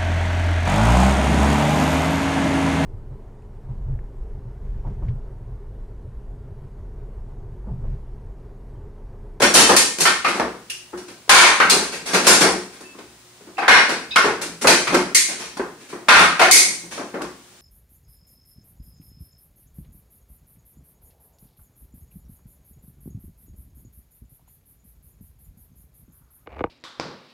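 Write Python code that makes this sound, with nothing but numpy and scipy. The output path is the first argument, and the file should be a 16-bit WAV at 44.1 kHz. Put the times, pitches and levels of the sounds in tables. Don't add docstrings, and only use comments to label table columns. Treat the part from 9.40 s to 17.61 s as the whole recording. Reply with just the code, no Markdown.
import sys
import numpy as np
from scipy import signal
from scipy.fft import rfft, irfft, next_fast_len
from scipy.io import wavfile

SR = 44100
rng = np.random.default_rng(int(sys.argv[2]) if len(sys.argv) > 2 else 0)


def output_pcm(signal):
    pcm = np.clip(np.atleast_2d(signal).T, -1, 1) * 32767
    wavfile.write(sys.argv[1], SR, np.round(pcm).astype(np.int16))


N = 362061

BAND_CENTRES = [330, 750, 1300, 2300, 7000, 13000]
# (frequency [Hz], relative gain [dB])
CONTACT_COLOUR = [(25, -36), (48, -27), (65, -12.5), (88, -31), (120, -19), (200, -6), (330, -2),
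                  (550, -2.5), (1000, -2), (2550, -1), (3050, -5.5), (4300, -2), (9700, -5.5), (12000, -14),
                  (15500, -28.5)]
# (centre [Hz], half width [Hz], typical lift [dB])
RESONANCES = [(186.8, 3.1, 4.5), (259, 13, -0.5), (360, 3.8, 6.5), (458.5, 5.6, 3), (563, 8.1, 2),
              (896, 8, 0), (1045, 20, 3.5), (1290, 15, -15), (1567, 3.7, 6), (1816, 4.6, 7), (1900, 2.9, 4),
              (1960, 6.2, -9), (2160, 4.9, 7.5), (2478, 23, 1), (3100, 7.8, 4.5), (3436, 100, 1.5),
              (3980, 30, 1.5), (4476, 18, 5), (4850, 15, 5), (5620, 37, 4.5), (6160, 51, 5),
              (7100, 25, 1.5), (9030, 103, 4.5), (9450, 23, 2)]
# (time [s], length [s], central pitch [Hz], level [dB])
SLOT_SQUEAKS = [(0.15, .05, 3090, -22), (3.425, .025, 1754, -54), (3.435, .1, 2650, -52),
                (4.17, .04, 2580, -37), (4.3, .08, 5480, -25), (4.708, .012, 3817, -30),
                (4.709, .012, 4996, -40), (4.712, .02, 2622, -34), (4.762, .03, 5470, -32)]
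# (frequency [Hz], time to fall 60 dB [s])
ROOM_DECAY = [(100, 0.65), (300, 0.47), (550, .39), (1300, 0.44), (4000, 0.46), (9000, 0.47), (15000, 0.2)]
# (frequency [Hz], correlation [-1 to 1])
MIC_LIKENESS = [(60, 0.97), (140, 0.99), (280, 0.96), (500, 0.89), (1000, 0.71), (2000, 0.18), (4000, 0.14),
                (9000, -0.23)]
# (frequency [Hz], left minus right [dB])
MIC_BALANCE = [(100, 1), (1000, 1.5), (2000, .5), (4500, 1.5), (8000, 0.5), (13000, -4)]
# (frequency [Hz], relative density [dB])
HUSH_COLOUR = [(25, -15), (50, -9), (63, 6), (90, -6), (160, 2), (300, -1), (450, -3), (650, -2.5),
               (1000, -2.5), (2000, -3.5), (5000, -4), (9500, -5.5), (13000, -19), (15500, -11)]
# (frequency [Hz], rms level before the microphone balance [dB])
MAINS_HUM = [(120, -64.5), (360, -62.5)]
# (time [s], level [dB], rise [s], ring [Hz], ring lift [dB],
# chatter [dB], hardness [dB])
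ARM_CLACKS = [(0.653, 2, .0015, 1420, 4, 2, 6.5), (0.846, -2.5, 0.0014, 1270, 8.5, 2.5, -1.5),
              (1.893, 22.5, 0.018, 990, 3.5, 4, 10), (2.019, 10.5, 0.07, 2410, 4.5, -5, 0),
              (2.201, 3, 0.0015, 1414, 8, 7, -3.5), (4.181, -10.5, .0018, 747, 18.5, 3.5, -4),
              (4.219, -6, 0.012, 1290, -1, 12, -12), (4.28, 18, 0.014, 1900, 4, 12, -2.5),
              (4.759, 2.5, 0.0025, 1360, 9, 9.5, 3), (5.47, -6, 0.017, 1250, 3, 17, 2),
              (6.685, 19.5, 0.007, 1450, 8, -4, 0.5), (6.791, 4.5, 0.012, 1280, 10, 13, 4),
              (6.994, 0, 0.0021, 745, 14.5, 7.5, 2.5), (7.015, 5, 0.0016, 708, 14.5, 11, 1.5)]
# (time [s], level [dB], rise [s], ring [Hz], chatter [dB], hardness [dB])
TRUNK_THUDS = [(0.0, -7.5, 0.022, 368, 14, 14), (0.292, 4, 0.0046, 460, 7, 10),
               (0.941, -11.5, .025, 390, -4, 11), (0.996, -6.5, 0.0061, 474, 16, 0),
               (1.531, -22, 0.0023, 364, 10.5, -28), (1.877, -38, .004, 650, 11, 12),
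               (2.31, -1.5, 0.04, 410, -3, 0), (3.01, -3.5, 0.012, 362, 0, 5),
               (3.04, -2.5, 0.0056, 441, 1, -9), (3.405, -32, .008, 376, 11, 19.5),
               (3.544, -34, .02, 282, 17, -7), (4.005, -42, 0.0074, 392, 15, 6),
               (4.069, -34, 0.0074, 332, 8, -12), (4.84, -3, 0.018, 427, 9, 5.5),
               (5.244, -1.5, 0.0051, 516, 9, -8), (5.521, -2.5, .027, 267, 10, 4.5),
               (5.542, -4.5, 0.0093, 367, 17, 12.5), (6.168, -23, 0.0067, 390, 14, 13),
               (6.195, -14, 0.003, 402, 13, -18), (6.527, -21, 0.0064, 325, 11, -11),
               (6.668, -30, .004, 650, -3, 2), (7.115, -9.5, 0.011, 397, -2, -2),
               (7.575, -16, 0.023, 674, 14.5, 3), (7.739, -15.5, 0.0024, 375, -2, -10),
               (7.805, -18.5, 0.0084, 1120, 11, -13)]
# (time [s], level [dB], rise [s], chatter [dB], hardness [dB])
HAND_GRIPS = [(0.019, 0, 0.0014, -3, -3.5), (0.139, -9, 0.0021, -3, 10), (0.148, 6.5, 0.0082, 2, 2),
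              (0.585, -28, 0.0011, 8.5, 7), (0.602, -11.5, 0.0018, -4, 8.5),
              (0.877, -13.5, 0.0062, 1, -5.5), (1.573, -34, 0.005, 6, 2), (1.682, -31.5, .0015, 2, -1.5),
              (2.732, -2.5, 0.016, 9, -6), (2.745, -8.5, .002, 7, -4), (2.842, -11, 0.026, 14, 0),
              (2.868, 5, .0027, 2, 3), (3.007, -2.5, 0.0036, 0, -1), (3.586, -32.5, 0.0008, 6.5, -8),
              (4.483, -9, 0.018, -8, -7), (5.014, -20, 0.0016, 1.5, 4), (5.212, -17, 0.0072, 0, 3.5),
              (5.271, 4, 0.0019, 5, -2), (7.817, -27.5, .001, 6.5, -3)]
# (time [s], level [dB], ring [Hz], ring lift [dB], hardness [dB])
PALM_SLAPS = [(0.364, -7.5, 4200, 1, -6.5), (1.298, -34.5, 2840, 16.5, -3), (2.297, -8, 4170, 4, -9),
              (5.747, -13.5, 2120, 10, 0), (7.112, -7.5, 2140, 11.5, 3.5)]
# (time [s], level [dB], rise [s])
SOFT_TOUCHES = [(2.42, -19.5, 0.013), (2.52, -19, 0.024), (2.655, -8.5, 0.15), (3.321, -33, 0.042),
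                (5.881, -17, 0.04), (5.988, -16, 0.14), (6.399, -34, 0.044), (6.487, -30, 0.025),
                (7.508, -19.5, 0.072)]
# (time [s], level [dB])
FOOTSTEPS = [(0.589, -22), (2.24, -20), (2.465, -40), (2.609, -41), (3.0, -31), (5.089, -34),
             (5.489, -18.5), (6.799, -15), (7.255, -26.5), (7.434, -37), (7.739, -34)]
# (thud [dB], knock [dB], clack [dB], crack [dB])
CLACK_BANDS = (-8.5, -3, -3.7, -18.5)
THUD_BANDS = (2.5, 2.5, -10, -24)
GRIP_BANDS = (4, 2.5, 0, -2)
SLAP_BANDS = (-8.5, -11, 6, 14.5)
TOUCH_BANDS = (1, 1, 1.5, -2)
STEP_BANDS = (5, 2, -6, -13)


def amp(db):
    return 10 ** (np.asarray(db) / 20)


def rms(x):
    return np.sqrt(np.mean(x ** 2) + 1e-20)


def unit(x):
    return x / rms(x)


def along(points, hz):
    f, value = np.transpose(points)
    return np.interp(np.log(hz + 1), np.log(f + 1), value)


def filtered(x, response):
    n = x.shape[-1]
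    padded = next_fast_len(n + SR // 8, True)
    hz = np.fft.rfftfreq(padded, 1 / SR)
    return irfft(rfft(x, padded) * response(hz), padded)[..., :n]


def causal(db):
    cepstrum = irfft(np.log(amp(db)))
    half = len(cepstrum) // 2
    return np.exp(rfft(np.r_[cepstrum[0], 2 * cepstrum[1:half]], 2 * half))


def add(track, s, x):
    start = max(round(s * SR), 0)
    track[:, start:start + x.shape[-1]] += x[:, :N - start]


def diffuse(n):
    def split(hz):
        angle = np.arccos(np.clip(along(MIC_LIKENESS, hz), -1, 1)) / 2
        return np.array([np.cos(angle), np.sin(angle)])

    mid, side = filtered(rng.standard_normal((2, n)), split)
    return np.array([mid + side, mid - side])


def room_tail(late_db=-29, late_t60=1.0):
    hz, t, z = signal.stft(diffuse(SR * 3 // 4), SR, nperseg=256)
    early = amp(-60 * t / along(ROOM_DECAY, hz)[:, None])
    late = amp(late_db - 60 * t / late_t60)
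    return signal.istft(z * np.hypot(early, late), SR, nperseg=256)[1]


def chatter(n, t60=0.046, grain_db=3):
    t = np.arange(n) / SR
    grains = n // 80
    sizes = np.interp(t, np.arange(grains) * 80 / SR, rng.standard_normal(grains))
    return unit(diffuse(n) * amp(grain_db * sizes)) * amp(-60 * t / t60)


def ring_peak(hz, at_hz, lift_db, width=0.028):
    ratios, shares = np.array([[.95], [1], [1.07]]), np.array([[.35], [.8], [.35]])
    cluster = np.sum(shares / (1 + ((hz / at_hz / ratios - 1) / width) ** 2), axis=0)
    return 1 + (amp(lift_db) ** 2 - 1) * cluster


def contact_colour(hz, ring_hz, ring_db, tone_db, overtone=1.996, overtone_share=0.26,
                   scatter_db=2.0, ripple_db=2.5):
    centre, width, lift_db = np.transpose(RESONANCES)[:, :, None]
    strength = amp(lift_db + scatter_db * rng.standard_normal(centre.shape)) ** 2
    modes = 1 + np.sum(np.maximum(strength - 1, 0) / (1 + ((hz - centre) / width) ** 2), axis=0)
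    ring = ring_peak(hz, ring_hz, ring_db)
    ring = ring * ring_peak(hz, ring_hz * overtone, ring_db * overtone_share)
    resonance_db = 10 * np.log10(np.maximum(modes * ring, .1))
    crowd = np.interp(hz, np.linspace(0, SR / 2, 300), rng.standard_normal(300))
    crowd = crowd * np.minimum(hz / 1500, 1)
    balance_db = along(list(zip(BAND_CENTRES, tone_db)), hz)
    return along(CONTACT_COLOUR, hz) + balance_db + resonance_db + ripple_db * crowd


def contact(s, db, rise, bands, ring_hz, ring_db, chatter_db, hard_db=0,
            bass_lag=0.24, clack_share=0.2, treble_slope=0.086):
    thud_db, knock_db, clack_db, crack_db = bands
    thud_db = thud_db - bass_lag * db
    clack_db = clack_db + clack_share * hard_db
    crack_db = crack_db + hard_db
    top_db = crack_db + treble_slope * (crack_db - clack_db)
    tone_db = [thud_db, knock_db, 0, clack_db, crack_db, top_db]
    return s, db, rise, ring_hz, ring_db, chatter_db, tone_db


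def strike(contacts, click_db=13, sharp_rise=0.0046, build=0.004, size=32768):
    out = np.zeros((2, N))
    hz, t = np.fft.rfftfreq(size, 1 / SR), np.arange(size) / SR
    echoes = 1 - np.exp(-t / build)
    for s, db, rise, ring_hz, ring_db, chatter_db, tone_db in contacts:
        loading = np.sqrt(1 - np.exp(-t / max(rise, 1e-4)))
        rattle = loading * amp(chatter_db) * chatter(size)
        force = loading * (echoes * room_tail()[:, :size] + rattle)
        force[:, 0] += amp(click_db) * np.exp(-rise / sharp_rise)
        colour = causal(contact_colour(hz, ring_hz, ring_db, tone_db))
        add(out, s, amp(db) * irfft(rfft(force) * colour))
    return out


def room_tone(db=-49.5):
    t = np.arange(N) / SR
    hum = sum(amp(level) * np.sqrt(2) * np.sin(2 * np.pi * hz * t) for hz, level in MAINS_HUM)
    hush = unit(filtered(diffuse(N), lambda hz: amp(along(HUSH_COLOUR, hz))))
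    return hum + amp(db) * hush


def trunk_thuds():
    return strike([contact(s, db, rise, THUD_BANDS, hz, ring_db=8.0, chatter_db=loose, hard_db=hard)
                   for s, db, rise, hz, loose, hard in TRUNK_THUDS])


def hand_grips():
    return strike([contact(s, db, rise, GRIP_BANDS, ring_hz=1430, ring_db=5, chatter_db=loose, hard_db=hard)
                   for s, db, rise, loose, hard in HAND_GRIPS])


def squeaks(waver=0.016):
    out = np.zeros((2, N))
    for s, length, pitch_hz, db in SLOT_SQUEAKS:
        n = round(length * SR)
        drift = np.interp(np.arange(n), np.linspace(0, n, 8), rng.standard_normal(8))
        phase = 2 * np.pi * np.cumsum(pitch_hz * (1 + waver * drift)) / SR
        tone = np.sin(phase) * np.linspace(1, 0, n)
        heard = signal.fftconvolve(tone[None], room_tail(), axes=1)
        add(out, s, amp(db) * heard / rms(heard[:, :2 * n]))
    return out


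def palm_slaps():
    return strike([contact(s, db, 0.0043, SLAP_BANDS, hz, ring, chatter_db=9.5, hard_db=hard)
                   for s, db, hz, ring, hard in PALM_SLAPS])


def footsteps():
    return strike([contact(s, db, .005, STEP_BANDS, ring_hz=167.7, ring_db=16.5, chatter_db=8)
                   for s, db in FOOTSTEPS])


def arm_clacks():
    return strike([contact(s, db, rise, CLACK_BANDS, hz, ring, loose, hard)
                   for s, db, rise, hz, ring, loose, hard in ARM_CLACKS])


def soft_touches():
    return strike([contact(s, db, rise, TOUCH_BANDS, ring_hz=1600, ring_db=4, chatter_db=10)
                   for s, db, rise in SOFT_TOUCHES])


def scene(lag=2e-5):
    sound = room_tone() + trunk_thuds() + hand_grips() + squeaks()
    sound = sound + palm_slaps() + footsteps() + arm_clacks() + soft_touches()
    sides = np.array([[.5], [-.5]])

    def microphones(hz):
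        return amp(sides * along(MIC_BALANCE, hz)) * np.exp(-2j * np.pi * hz * lag * sides)

    return filtered(sound, microphones)


def limiter(x, ceiling_db=-7.0, attack=0.00057, knee=4):
    keep = np.exp(-1 / (attack * SR))
    power = signal.lfilter([1 - keep], [1, -keep], np.mean(x ** 2, axis=0))
    level = np.sqrt(power)
    return x / (1 + (level / amp(ceiling_db)) ** knee) ** (1 / knee)


def record(dry, top=0.86, knee=5, band_hz=15650):
    x = limiter(dry)
    x = x / (1 + np.abs(x / top) ** knee) ** (1 / knee)
    return filtered(x, lambda hz: hz < band_hz)


dry = scene()
out = record(dry)
output_pcm(out)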